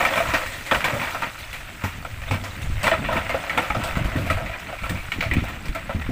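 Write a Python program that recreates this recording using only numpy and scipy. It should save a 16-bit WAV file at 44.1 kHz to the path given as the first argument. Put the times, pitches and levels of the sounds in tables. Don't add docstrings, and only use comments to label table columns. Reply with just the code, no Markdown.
import sys
import numpy as np
from scipy import signal
from scipy.fft import rfft, irfft, next_fast_len
from scipy.io import wavfile
from scipy.ndimage import uniform_filter1d, minimum_filter1d, map_coordinates

SR = 44100
rng = np.random.default_rng(int(sys.argv[2]) if len(sys.argv) > 2 else 0)


def bounce(signal):
    frames = np.transpose(np.atleast_2d(signal))
    limited = np.clip(frames, -1, 1)
    pcm = np.round(limited * 32767).astype(np.int16)
    wavfile.write(sys.argv[1], SR, pcm)


def nominal_scale(level):
    x = np.asarray(level, float) / 20
    return 10 ** x


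N = 269451


def unit(x):
    return x / np.sqrt(np.mean(x ** 2) + 1e-20)


def along(points, hz):
    f, v = np.transpose(points)
    return np.interp(np.log(hz + 1), np.log(f + 1), v)


def curves(rows):
    s, *cols = np.transpose(rows)
    return [np.interp(np.arange(N) / SR, s, c) for c in cols]


def wobble(rate):
    return map_coordinates(rng.standard_normal(N // 100), [np.arange(N) * rate / SR])


def filtered(x, response):
    m = next_fast_len(x.shape[-1] + 8192)
    return irfft(rfft(x, m) * response(np.fft.rfftfreq(m, 1 / SR)), m)[..., :x.shape[-1]]


def coloured(x, spectrum):
    return unit(filtered(x, lambda hz: nominal_scale(along(spectrum, hz))))


def resonances(modes):
    def response(f):
        total = 0
        for k, (c, w, db) in enumerate(modes):
            total = total + (-1) ** k * nominal_scale(db) * 1j * f * w / (c * c - f * f + 1j * f * w)
        return total
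    return response


def lay(start, rings):
    k = np.arange(rings.shape[1])
    return np.bincount((start + k).ravel(), rings.ravel(), N)[:N]


def samples(s):
    return np.round(s * SR).astype(int)


def aftermath(events, db, t60):
    starts = [round(row[0] * SR) for row in events]
    kicks = np.bincount(starts, [nominal_scale(2 * (row[1] + db)) for row in events], N)
    return signal.lfilter([1], [1, -nominal_scale(-120 / (t60 * SR))], kicks)


HEAVY_HZ, THIN_HZ = 850, 1680
# (f/Hz, width/Hz, level/dB)
BED = [(512, 28, -1.5), (655, 75, -1), (964, 102, -0.5), (1320, 136, 0.5), (1580, 74, -3), (1870, 180, 1.5),
       (1943, 243, 0), (2310, 195, -2.5), (2810, 680, -12), (3450, 58, -9.5), (3920, 340, -20)]
# (f/Hz, level/dB)
GRIT = [(2060, -3.5), (3500, -3.5), (5150, -8.5), (6940, -9), (8110, -6), (9480, -14.5), (11800, -14),
        (14800, -13), (15500, -5)]
# (t/s, level/dB, stone crack share/dB, fade by 60 dB/s)
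ON_FLOOR = [(.093, -26, -31, 0.1), (.202, -8, -30, 0.16), (.253, -10, -36, 0.059), (.732, -18, -24, 0.2),
            (.939, -19.5, -18, 0.27), (1.147, -11.5, -46, 0.14), (2.438, -18, -22, 0.25),
            (2.831, -15.5, -12.5, 0.33), (3.088, -10, -50, 0.54), (3.344, -11, -40, 0.19),
            (3.748, -11.5, -35, 0.21), (3.837, -13.5, -21, 0.16), (3.872, -20.5, -17, 0.36),
            (3.97, -14, -26, 0.13), (4.116, -16.5, -37, 0.39), (4.161, -18.5, -26, 1),
            (4.37, -14.5, -35, 0.33), (4.495, -26, -32, 0.13), (4.727, -14, -42, 0.035),
            (5.6, -29, -32, 0.1), (5.893, -12, -43, 0.15), (5.438, -17, -25, 0.11)]
# (t/s, level/dB, stone crack share/dB, fade by 60 dB/s)
ON_FRAME = [(.006, -4, -37, 0.17), (.157, -9.5, -22.5, 0.26), (.175, -7.5, -29, 0.2),
            (.337, -6.5, -24.5, 0.22), (.413, -13, -38, 0.35), (.745, -6.5, -24.5, 0.14),
            (.884, -16.5, -24.5, 0.3), (2.049, -16, -49, 0.11), (2.218, -23.5, -23, 0.3),
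            (2.281, -18.5, -37, 0.053), (2.31, -9, -28, 0.21), (2.342, -12, -28.5, 0.069),
            (2.841, -8.5, -35, 0.21), (2.914, -3.5, -51, 0.17), (3.166, -8.5, -27.5, 0.17),
            (3.294, -8.5, -32, 0.14), (3.437, -16.5, -40, 0.091), (3.576, -1, -28, 0.072),
            (3.619, -13.5, -29, 0.28), (3.812, -17.5, -44, 0.23), (4.263, -17.5, -25, 0.32),
            (4.3, -7.5, -26.5, 0.17), (4.686, -21, -49, 0.48), (4.835, -16.5, -32, 0.58),
            (4.894, -16, -13.5, 0.11), (5.225, -9.5, -31, 0.089), (5.483, -18, -26, 0.24),
            (5.749, -16, -21, 0.049), (5.758, -16, -29, 0.13), (6.063, -37, -41, 0.058)]
# (t/s, level/dB, stone crack share/dB, fade by 60 dB/s)
ON_WALLS = [(.137, -9, -36, 0.1), (.288, -10, -30.5, 0.53), (.343, -3, -36, 0.077), (.712, 3.5, -37, 0.063),
            (0.806, -9, -29, 0.057), (0.843, -4, -26, 0.18), (1.016, -11, -26.5, 0.69),
            (1.105, -18.5, -22.5, 0.62), (1.22, -12, -24, 0.059), (1.231, -8, -43, 0.061),
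            (1.82, -22, -26, 0.077), (1.838, -12, -25, 0.33), (2.867, 2, -27, 0.1),
            (2.932, -22, -45, 0.069), (3.125, -12, -26, 0.32), (3.701, -10, -28, 0.055),
            (3.954, -11, -48, 0.11), (4.044, -17.5, -24.5, 0.36)]
# (t/s, level/dB, stone crack share/dB, fade by 60 dB/s)
ON_GATE = [(0.05, -14, -16, 0.098), (.461, -24, -14.5, 0.33), (0.52, -29, -11.5, 0.41),
           (.664, -28, -11, 0.23), (0.998, -23.5, -12, 0.16), (1.387, -38.5, -2, 0.24),
           (1.429, -30.5, -22, 0.18), (1.529, -24, -17.5, 0.28), (1.682, -36, -32, 0.15),
           (2.617, -41, 0, 0.19), (3.047, -20, -27, 0.4), (3.496, -17, -44, 0.067), (4.46, -28, -17, 0.34),
           (4.536, -35, -61, 0.078), (4.595, -31.5, -9.5, 0.17), (4.787, -26.5, -21, 0.072),
           (4.956, -29, -29, 0.43), (5.119, -15.5, -24.5, 0.14), (5.207, -17, -19.5, 0.25),
           (5.312, -17.5, -36, 0.17), (5.336, -23.5, -4.5, 0.052), (5.366, -25, -33, 0.3),
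           (5.654, -33, -7, 0.16), (5.683, -26, -15, 0.053), (6.015, -30, -17, 0.083)]
# (heavy-panel level/dB, thin-panel level/dB)
SHARES = [
    (-7, -15),
    (-9.5, -6.5),
    (-23, -8),
    (-12, 5),
]


def shaken_bed(heavy_db, thin_db):
    modes = []
    for (hz, width, level), (shift, strength) in zip(BED, rng.standard_normal((len(BED), 2))):
        if hz < HEAVY_HZ:
            share = heavy_db + 14.5
        elif hz > THIN_HZ:
            share = thin_db + 8.0
        else:
            share = -1
        modes.append((hz * (1 + 0.015 * shift), width, level + share + 1.64 * strength))
    panels = resonances(modes)
    return lambda hz: panels(hz) / (1 + 1j * hz / 3500) / (1 - 1j * 400 / (hz + 1)) ** 2


def clashes():
    out, t = np.zeros(N + SR), np.arange(SR // 3) / SR
    for rows, shares in zip([ON_FLOOR, ON_FRAME, ON_WALLS, ON_GATE], SHARES):
        for s, db, crack_db, t60 in rows:
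            fade_s = max(t60, .02)
            decay = nominal_scale(-60 * (t / fade_s) ** 1.306) * (1 - np.exp(-t / 0.0009))
            decay = decay * (1 + 0.47 * np.exp(-t / 0.068)) / 0.91
            chips = nominal_scale(2.5 * unit(uniform_filter1d(rng.standard_normal(len(t)), size=90)))
            crunch = decay * chips * rng.standard_normal(len(t))
            crunch[:4] += 6.5
            crunch = crunch / np.linalg.norm(crunch) * np.linalg.norm(decay)
            ring = filtered(crunch, shaken_bed(*shares))
            stone = [(hz, level + 3.1 * rng.standard_normal()) for hz, level in GRIT]
            crack = coloured(rng.standard_normal(len(t)), stone)
            crack = crack * nominal_scale(-55 * t / fade_s) * (1 - np.exp(-t / 0.0002))
            out[round(s * SR):][:len(t)] += nominal_scale(db - 4.0) * ring + nominal_scale(db + crack_db + 3.5) * crack
    return out[:N]


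# (t/s, level/dB, f/Hz, fade by 60 dB/s)
DEEP_KNOCKS = [(0.05, -7.5, 1009, 0.066), (0.156, -12.5, 641, 0.095), (0.175, -16, 890, 0.047),
               (0.202, -11, 660, 0.14), (0.254, -14, 640, 0.057), (0.343, -11, 633, 0.09),
               (0.841, -24, 910, 0.11), (0.931, -19, 567, 0.2), (1.221, -16.5, 922, 0.14),
               (1.845, -17, 873, 0.05), (2.049, -24, 685, 0.045), (2.311, -1.5, 675, 0.034),
               (2.84, -18.5, 638, 0.19), (2.871, -24, 1000, 0.15), (2.917, -6.5, 650, 0.14),
               (3.088, -17.5, 644, 0.16), (3.3, -17, 633, 0.07), (3.344, -5, 542, 0.043),
               (3.576, -10.5, 851, 0.1), (3.7, -14, 848, 0.1), (3.748, -28, 670, 0.068),
               (3.876, -25, 633, 0.095), (3.969, -17.5, 662, 0.13), (4.116, -24, 680, 0.044),
               (4.302, -17, 656, 0.27), (4.495, -17.5, 673, 0.09), (4.727, -20, 721, 0.1),
               (5.234, -18, 649, 0.13), (5.756, -14, 666, 0.084), (5.894, -19, 540, 0.13),
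               (6.093, -20, 670, 0.09)]
# (t/s, level/dB, f/Hz, fade by 60 dB/s)
MID_KNOCKS = [(0.051, -12, 1310, 0.075), (0.1376, -22, 1290, 0.07), (0.174, -10, 1280, 0.061),
              (0.336, -8, 1346, 0.08), (0.7104, -10, 1292, 0.067), (0.842, -5.5, 1283, 0.037),
              (0.945, -15, 1315, 0.064), (1.01, -24, 1044, 0.07), (1.1516, -16, 1320, 0.061),
              (1.222, -15.5, 1355, 0.16), (1.837, -18, 1400, 0.048), (2.0515, -16, 1360, 0.049),
              (2.835, -20, 1267, 0.12), (2.914, -23, 1710, 0.07), (2.938, -6, 1284, 0.042),
              (3.0876, -14, 975, 0.077), (3.167, -17, 1450, 0.062), (3.494, -29, 1390, 0.079),
              (3.5053, -15, 1320, 0.041), (3.572, -9, 1380, 0.092), (3.703, -7, 1292, 0.038),
              (3.8437, -23, 1350, 0.051), (3.973, -19.5, 1240, 0.05), (4.301, -10.5, 1325, 0.095),
              (4.5385, -27, 1640, 0.064), (4.842, -21.5, 1326, 0.14), (5.118, -19, 1320, 0.06),
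              (5.2078, -23, 1370, 0.066), (5.226, -17, 1425, 0.065), (5.749, -22, 1320, 0.15)]
# (t/s, level/dB, f/Hz, fade by 60 dB/s)
THIN_KNOCKS = [(0.0503, -9, 2360, 0.065), (0.1376, -12, 1870, 0.049), (0.1745, -15, 2330, 0.065),
               (0.2084, -19, 2030, 0.075), (0.2887, -20, 2280, 0.073), (0.3432, -18, 2280, 0.052),
               (0.462, -21, 1910, 0.06), (0.7139, -5.5, 1830, 0.053), (0.8066, -15, 1940, 0.044),
               (0.8415, -9.5, 2310, 0.057), (0.998, -15, 1990, 0.06), (1.2206, -21, 1910, 0.045),
               (1.8382, -25, 2050, 0.047), (2.3096, -21, 2380, 0.05), (2.8404, -20, 2160, 0.072),
               (2.868, -4.5, 1840, 0.065), (2.9141, -12, 1830, 0.078), (3.0485, -16, 1900, 0.061),
               (3.126, -19, 1840, 0.14), (3.1672, -12, 2310, 0.042), (3.2949, -14.5, 2105, 0.13),
               (3.4974, -15, 2240, 0.065), (3.5788, -7, 2140, 0.057), (3.7045, -14, 2156, 0.04),
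               (4.1607, -16.5, 1900, 0.048), (4.3004, -6, 1956, 0.03), (4.4124, -23, 2290, 0.06),
               (4.5371, -17, 2410, 0.039), (4.8359, -21, 2280, 0.06), (4.8948, -21, 1760, 0.075),
               (5.1183, -14.5, 2230, 0.05), (5.2071, -16, 2280, 0.058), (5.3123, -11, 1990, 0.04),
               (5.3354, -21, 2410, 0.057), (5.365, -22, 2460, 0.06), (5.7513, -23, 2150, 0.066)]
# (t/s, level/dB, f/Hz, fade by 60 dB/s)
CLINKS = [
    (0.138, -20.5, 3300, 0.073),
    (0.713, -9, 3240, 0.036),
    (0.8435, -17, 3360, 0.046),
    (2.2857, -25, 3670, 0.057),
    (2.8679, -28, 3500, 0.06),
    (2.9128, -17, 3010, 0.065),
    (3.8437, -23.5, 3290, 0.073),
    (5.3373, -25, 2990, 0.055),
]
# (t/s, level/dB, f/Hz, fade by 60 dB/s)
THUDS = [
    (2.225, -21, 132, 0.13),
    (2.919, -20, 339, 0.1),
    (3.29, -20, 247, 0.096),
    (5.188, -18, 174, 0.14),
    (5.749, -24, 300, 0.1),
]
# (t/s, level/dB, f/Hz, fade by 60 dB/s)
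BOUNCES = [
    (0.736, -12.5, 1496, .08),
    (0.747, -17.5, 1900, 0.064),
    (0.847, -9, 2810, 0.065),
    (0.854, -13, 1855, 0.072),
]


def knocks():
    rows = DEEP_KNOCKS + MID_KNOCKS + THIN_KNOCKS + CLINKS + THUDS + BOUNCES
    s, db, hz, t60 = np.transpose(rows)[..., None]
    t, chance = np.arange(SR // 7) / SR, rng.standard_normal((len(s), 2))
    steps = rng.standard_normal((len(s), len(t)))
    stumble = 0.029 * np.sqrt(hz / HEAVY_HZ) * np.cumsum(steps, axis=1)
    main = np.sin(2 * np.pi * hz * t + stumble)
    twin_hz = hz * (1 + 0.046 * chance[:, :1])
    twin = nominal_scale(-2) * np.sin(2 * np.pi * twin_hz * t + 2 * chance[:, 1:])
    decay = nominal_scale(db - 9 - 60 * (t / np.maximum(t60, .015)) ** 1.15)
    rise = 1 - np.exp(-t * hz / 1.2)
    return lay(samples(s), decay * rise * (main + twin))


# (t/s, level/dB, centre f/Hz)
SNAPS = [(.0515, -5, 1510), (0.137, -15, 1800), (.1755, -9, 1100), (.2035, -15, 910), (.3435, -12, 1800),
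         (.462, -17, 1810), (.5225, -25, 2000), (.747, -8, 2010), (1.017, -13, 1700), (1.0775, -22, 1600),
         (1.3875, -25, 1880), (1.4315, -28, 2740), (1.443, -26, 2120), (1.491, -27, 1960),
         (1.6845, -30, 1930), (1.788, -35, 1900), (1.812, -25, 1810), (1.838, -15, 1480),
         (2.0265, -24, 990), (2.129, -43, 2700), (2.186, -28, 1400), (2.3105, -17, 683), (2.554, -27, 2090),
         (2.992, -16, 970), (3.1675, -13, 1780), (3.2932, -23, 1970), (3.439, -18, 1290),
         (3.582, -15, 1110), (4.163, -24.5, 1950), (4.538, -21, 2000), (4.688, -26, 1980), (4.7, -22, 810),
         (4.788, -34, 2200), (4.864, -17, 1510), (5.119, -14, 2000), (5.226, -18, 1425), (5.313, -19, 2090),
         (6.017, -20, 1750), (6.0635, -20, 1610), (6.094, -29, 700)]


def snaps():
    s, db, hz = np.transpose(SNAPS)[..., None]
    t, chance = np.arange(SR // 20) / SR, rng.uniform(-1, 1, (len(s), 5, 1))
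    places = np.linspace(-1, 1, 5)[:, None] + chance / 5
    mode_hz = hz[:, None] * np.exp(0.34 * places)
    modes = np.sin(2 * np.pi * mode_hz * t).sum(axis=1)
    decay = nominal_scale(db - 9.5 - 60 * t / 0.024)
    rise = 1 - np.exp(-t / 0.00064)
    return lay(samples(s), decay * rise * modes)


# (t/s, level/dB, f/Hz, fade by 60 dB/s)
LANDINGS = [(0.161, -27, 178, 0.2), (0.334, -16.5, 290, 0.066), (0.743, -31, 226, 0.18),
            (0.93, -22.5, 107, 0.32), (1.837, -14.5, 91, 0.16), (2.308, -12, 99, 0.21),
            (2.337, -25, 95, 0.18), (2.4, -25.5, 98, 0.33), (2.638, -25, 145.6, 0.24),
            (2.835, -22.5, 210, 0.17), (2.914, -31, 219, 0.2), (3.155, -13, 296, 0.029),
            (3.764, -15.5, 114, 0.11), (3.968, -9.5, 125, 0.059), (4.008, -14.5, 110, 0.097),
            (4.154, -11, 275, 0.056), (4.169, -13, 113, 0.11), (4.193, -15.5, 109, 0.078),
            (4.3, -17, 107, 0.23), (4.301, -19, 294, 0.09), (4.897, -20, 99, 0.12),
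            (4.905, -17.5, 176, 0.15), (4.946, -18.5, 93, 0.084), (5.366, -8.5, 234, 0.088),
            (5.37, -7.5, 77, 0.1), (5.418, -13.5, 90, 0.11), (5.946, -14.5, 79.5, 0.27),
            (5.948, -23, 214, 0.13), (6.089, -13, 116, 0.16)]
# (t/s, level/dB, f/Hz, fade by 60 dB/s)
PUSHES = [(0.284, -19, 65, 0.064), (0.76, -22, 59.5, 0.21), (2.457, -43, 70, 0.1), (3.699, -18, 50, 0.15),
          (4.82, -24.5, 55.4, 0.26), (5.256, -21.5, 116.6, 0.45), (5.951, -22, 39.7, .15),
          (2.696, -18, 43.6, 0.092), (3.093, -25, 69.5, 0.11), (3.343, -21, 72.6, 0.1),
          (4.048, -10.5, 52.5, 0.15), (5.086, -16.5, 53, 0.025), (5.184, -14.5, 40.4, 0.055),
          (5.316, -10.5, 66, 0.094), (5.356, -9.5, 41.5, 0.11), (5.688, -14, 39.7, 0.13)]
# (f/Hz, level/dB)
RUMBLE = [(41, -54), (70, -2), (102, -7.5), (140, -1.5), (232, -4.5), (318, -9), (367, -17), (420, -15),
          (550, -27), (920, -120)]


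def booms():
    out, t = np.zeros(N + SR), np.arange(SR // 2) / SR
    for rows, crunch_share in [(LANDINGS, 0.41), (PUSHES, 0.32)]:
        for s, db, hz, t60 in rows:
            decay = nominal_scale(-60 * t / max(t60, .03)) * (1 - np.exp(-t / 0.0011))
            drift = 0.5 * unit(uniform_filter1d(rng.standard_normal(len(t)), size=1500))
            swing = np.sin(2 * np.pi * hz * t + drift)
            crunch = coloured(rng.standard_normal(len(t)), RUMBLE)
            boom = decay * (swing + crunch_share * crunch)
            out[round((s + .0015) * SR):][:len(t)] += nominal_scale(db - 2.0) * boom
    return out[:N]


# (t/s, small stones level/dB, dust over stones/dB, weight over stones/dB)
SLIDE = [(0.0, -27.5, -1, -31), (0.22, -29.5, -1.5, -7), (0.49, -40.5, -2, -3.5), (0.75, -36.5, -2.5, -19),
         (0.9, -30.5, -5, -8), (1.05, -31, -5, -10), (1.29, -38, -5.5, -7), (1.99, -42.5, -6.5, -0.5),
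         (2.89, -37.5, -5.5, -5), (3.03, -34.5, -8.5, 2), (3.42, -34, -5.5, -2.5), (3.69, -32, -6.5, -8.5),
         (4.37, -37, -9.5, 7.5), (4.53, -36, -10, -7.5), (5.02, -40, -5, -15), (5.34, -37.5, -9, 3),
         (5.68, -40, -9.5, 5), (6.11, -38, -10, -1.5)]
# (t/s, level/dB)
WIND = [(0, -58), (.3, -33.5), (.6, -40), (1.1, -34), (1.5, -38.5), (2.2, -37), (2.7, -28), (2.9, -33.5),
        (3.1, -31), (3.5, -43), (3.8, -33.5), (4.1, -28), (4.4, -31.5), (4.7, -43), (5, -32.5),
        (5.4, -26.5), (5.8, -31), (6.11, -27)]


def flow():
    slide_db, dust_db, weight_db = curves(SLIDE)
    shower = aftermath(ON_FLOOR + ON_FRAME + ON_WALLS + ON_GATE, db=-23.5, t60=0.3)
    stones_db = 10 * np.log10(nominal_scale(2 * slide_db) + shower)
    usual_db = stones_db.mean()
    grit_db = usual_db + 0.42 * (stones_db - usual_db) + dust_db
    idle, load = nominal_scale(2 * -63), nominal_scale(2 * (stones_db + weight_db))
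    rolling = aftermath(LANDINGS, db=-22, t60=0.65)
    return stones_db, grit_db, 10 * np.log10(idle + load + rolling), curves(WIND)[0]


def grainy(rate, spread_db, t60):
    chance, size = rng.random(N), rng.exponential(size=N)
    contacts = (chance < rate / SR) * nominal_scale(2 * spread_db * np.minimum(size, 2.5))
    power = signal.lfilter([1], [1, -nominal_scale(-120 / (t60 * SR))], contacts)
    return np.sqrt(power + 0.53 * power.mean()) * rng.standard_normal(N)


def patchy(x, depth_db):
    z = signal.stft(x, nperseg=256)[2]
    field = uniform_filter1d(rng.standard_normal(z.shape), size=8, axis=0)
    field = uniform_filter1d(field, size=8, axis=1)
    return signal.istft(z * nominal_scale(depth_db * unit(field)), nperseg=256)[1][:N]


def pebbles(rate, centre_hz, spread, cycles, spread_db):
    count = round(rate * N / SR)
    hz = np.clip(centre_hz * np.exp(spread * rng.standard_normal((count, 1))), 400, 15500)
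    chance = rng.random((count, 2))
    start = (chance[:, :1] * N).astype(int)
    size = np.minimum(-np.log(chance[:, 1:] + 1e-9), 3)
    k = np.arange(600)
    decay = nominal_scale(spread_db * size) * np.exp(-k * hz / (cycles * SR))
    return unit(lay(start, decay * np.sin(2 * np.pi * hz * k / SR)))


# (f/Hz, level/dB)
STREAM = [(210, -11.5), (340, -8), (396, -19.5), (540, -1.5), (631, -2), (713, -1), (815, -4.5), (1010, -4),
          (1080, -5.5), (1720, -4), (1940, 0), (2800, -6.5), (5000, -30), (6500, -58), (11000, -120)]


def stream(stones_db, grit_db):
    rattle = unit(grainy(110, spread_db=1.1, t60=0.06))
    blows = (rng.random(N) < 500 / SR) * np.clip(rng.standard_normal(N), -2, 2) ** 3
    thin = [(hz, 1.26 * width, db) for hz, width, db in BED if hz > 1200]
    ticks = unit(filtered(blows, resonances(thin)))
    stones = unit(coloured(patchy(rattle, depth_db=1.5), STREAM) + 0.48 * ticks)
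    heavy = filtered(stones, lambda hz: 1 / (1 + (hz / 1050) ** 6))
    extra = nominal_scale(0.55 * (stones_db - stones_db.mean())) - 1
    stones = nominal_scale(stones_db) * (stones + heavy * extra)
    chips = pebbles(500, centre_hz=6960, spread=.5, cycles=15, spread_db=9)
    grit = rng.standard_normal(N) + 0.038 * rattle + 0.32 * chips
    return stones + nominal_scale(grit_db) * coloured(patchy(grit, depth_db=1.5), GRIT)


def engine(rumble_db):
    firing_hz = 38.7 * (1 + 0.01 * wobble(4.1))
    throb = 1 + .12 * np.cos(2 * np.pi * np.cumsum(firing_hz) / SR)
    lumps_db = 4.6 * wobble(15)
    noise = coloured(rng.standard_normal(N), RUMBLE)
    return nominal_scale(rumble_db - 5.0 + lumps_db) * unit(throb * noise)


# (f/Hz, level/dB)
BUFFET = [(8.8, -11), (15, -8), (48, -9.5), (110, -10), (140, -22.5), (240, -120)]


def wind(buffet_db):
    lumps = nominal_scale(4.2 * wobble(5.2))
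    return nominal_scale(buffet_db - 1.0) * unit(lumps * coloured(rng.standard_normal(N), BUFFET))


def trees(x):
    t = np.arange(SR // 2) / SR
    tail = rng.standard_normal(len(t)) * nominal_scale(-60 * t / 0.54) * (t > .012)
    return signal.fftconvolve(x, tail / np.linalg.norm(tail))[:N]


def scene():
    stones_db, grit_db, rumble_db, buffet_db = flow()
    rocks = clashes()
    echo = nominal_scale(-18) * trees(rocks)
    around = booms() + stream(stones_db, grit_db) + engine(rumble_db) + wind(buffet_db)
    return (rocks + echo + around + knocks() + snaps())[None]


def band_limit(x):
    return signal.sosfilt(signal.butter(12, 16810, fs=SR, output="sos"), x)


def record(dry):
    needed = np.minimum(1, .49 / (np.abs(dry) + 1e-9))
    gain = uniform_filter1d(minimum_filter1d(needed, size=301), size=150)
    mix = filtered(dry * gain, lambda hz: hz < 15520)
    return band_limit(mix)


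dry = scene()
out = record(dry)
bounce(out)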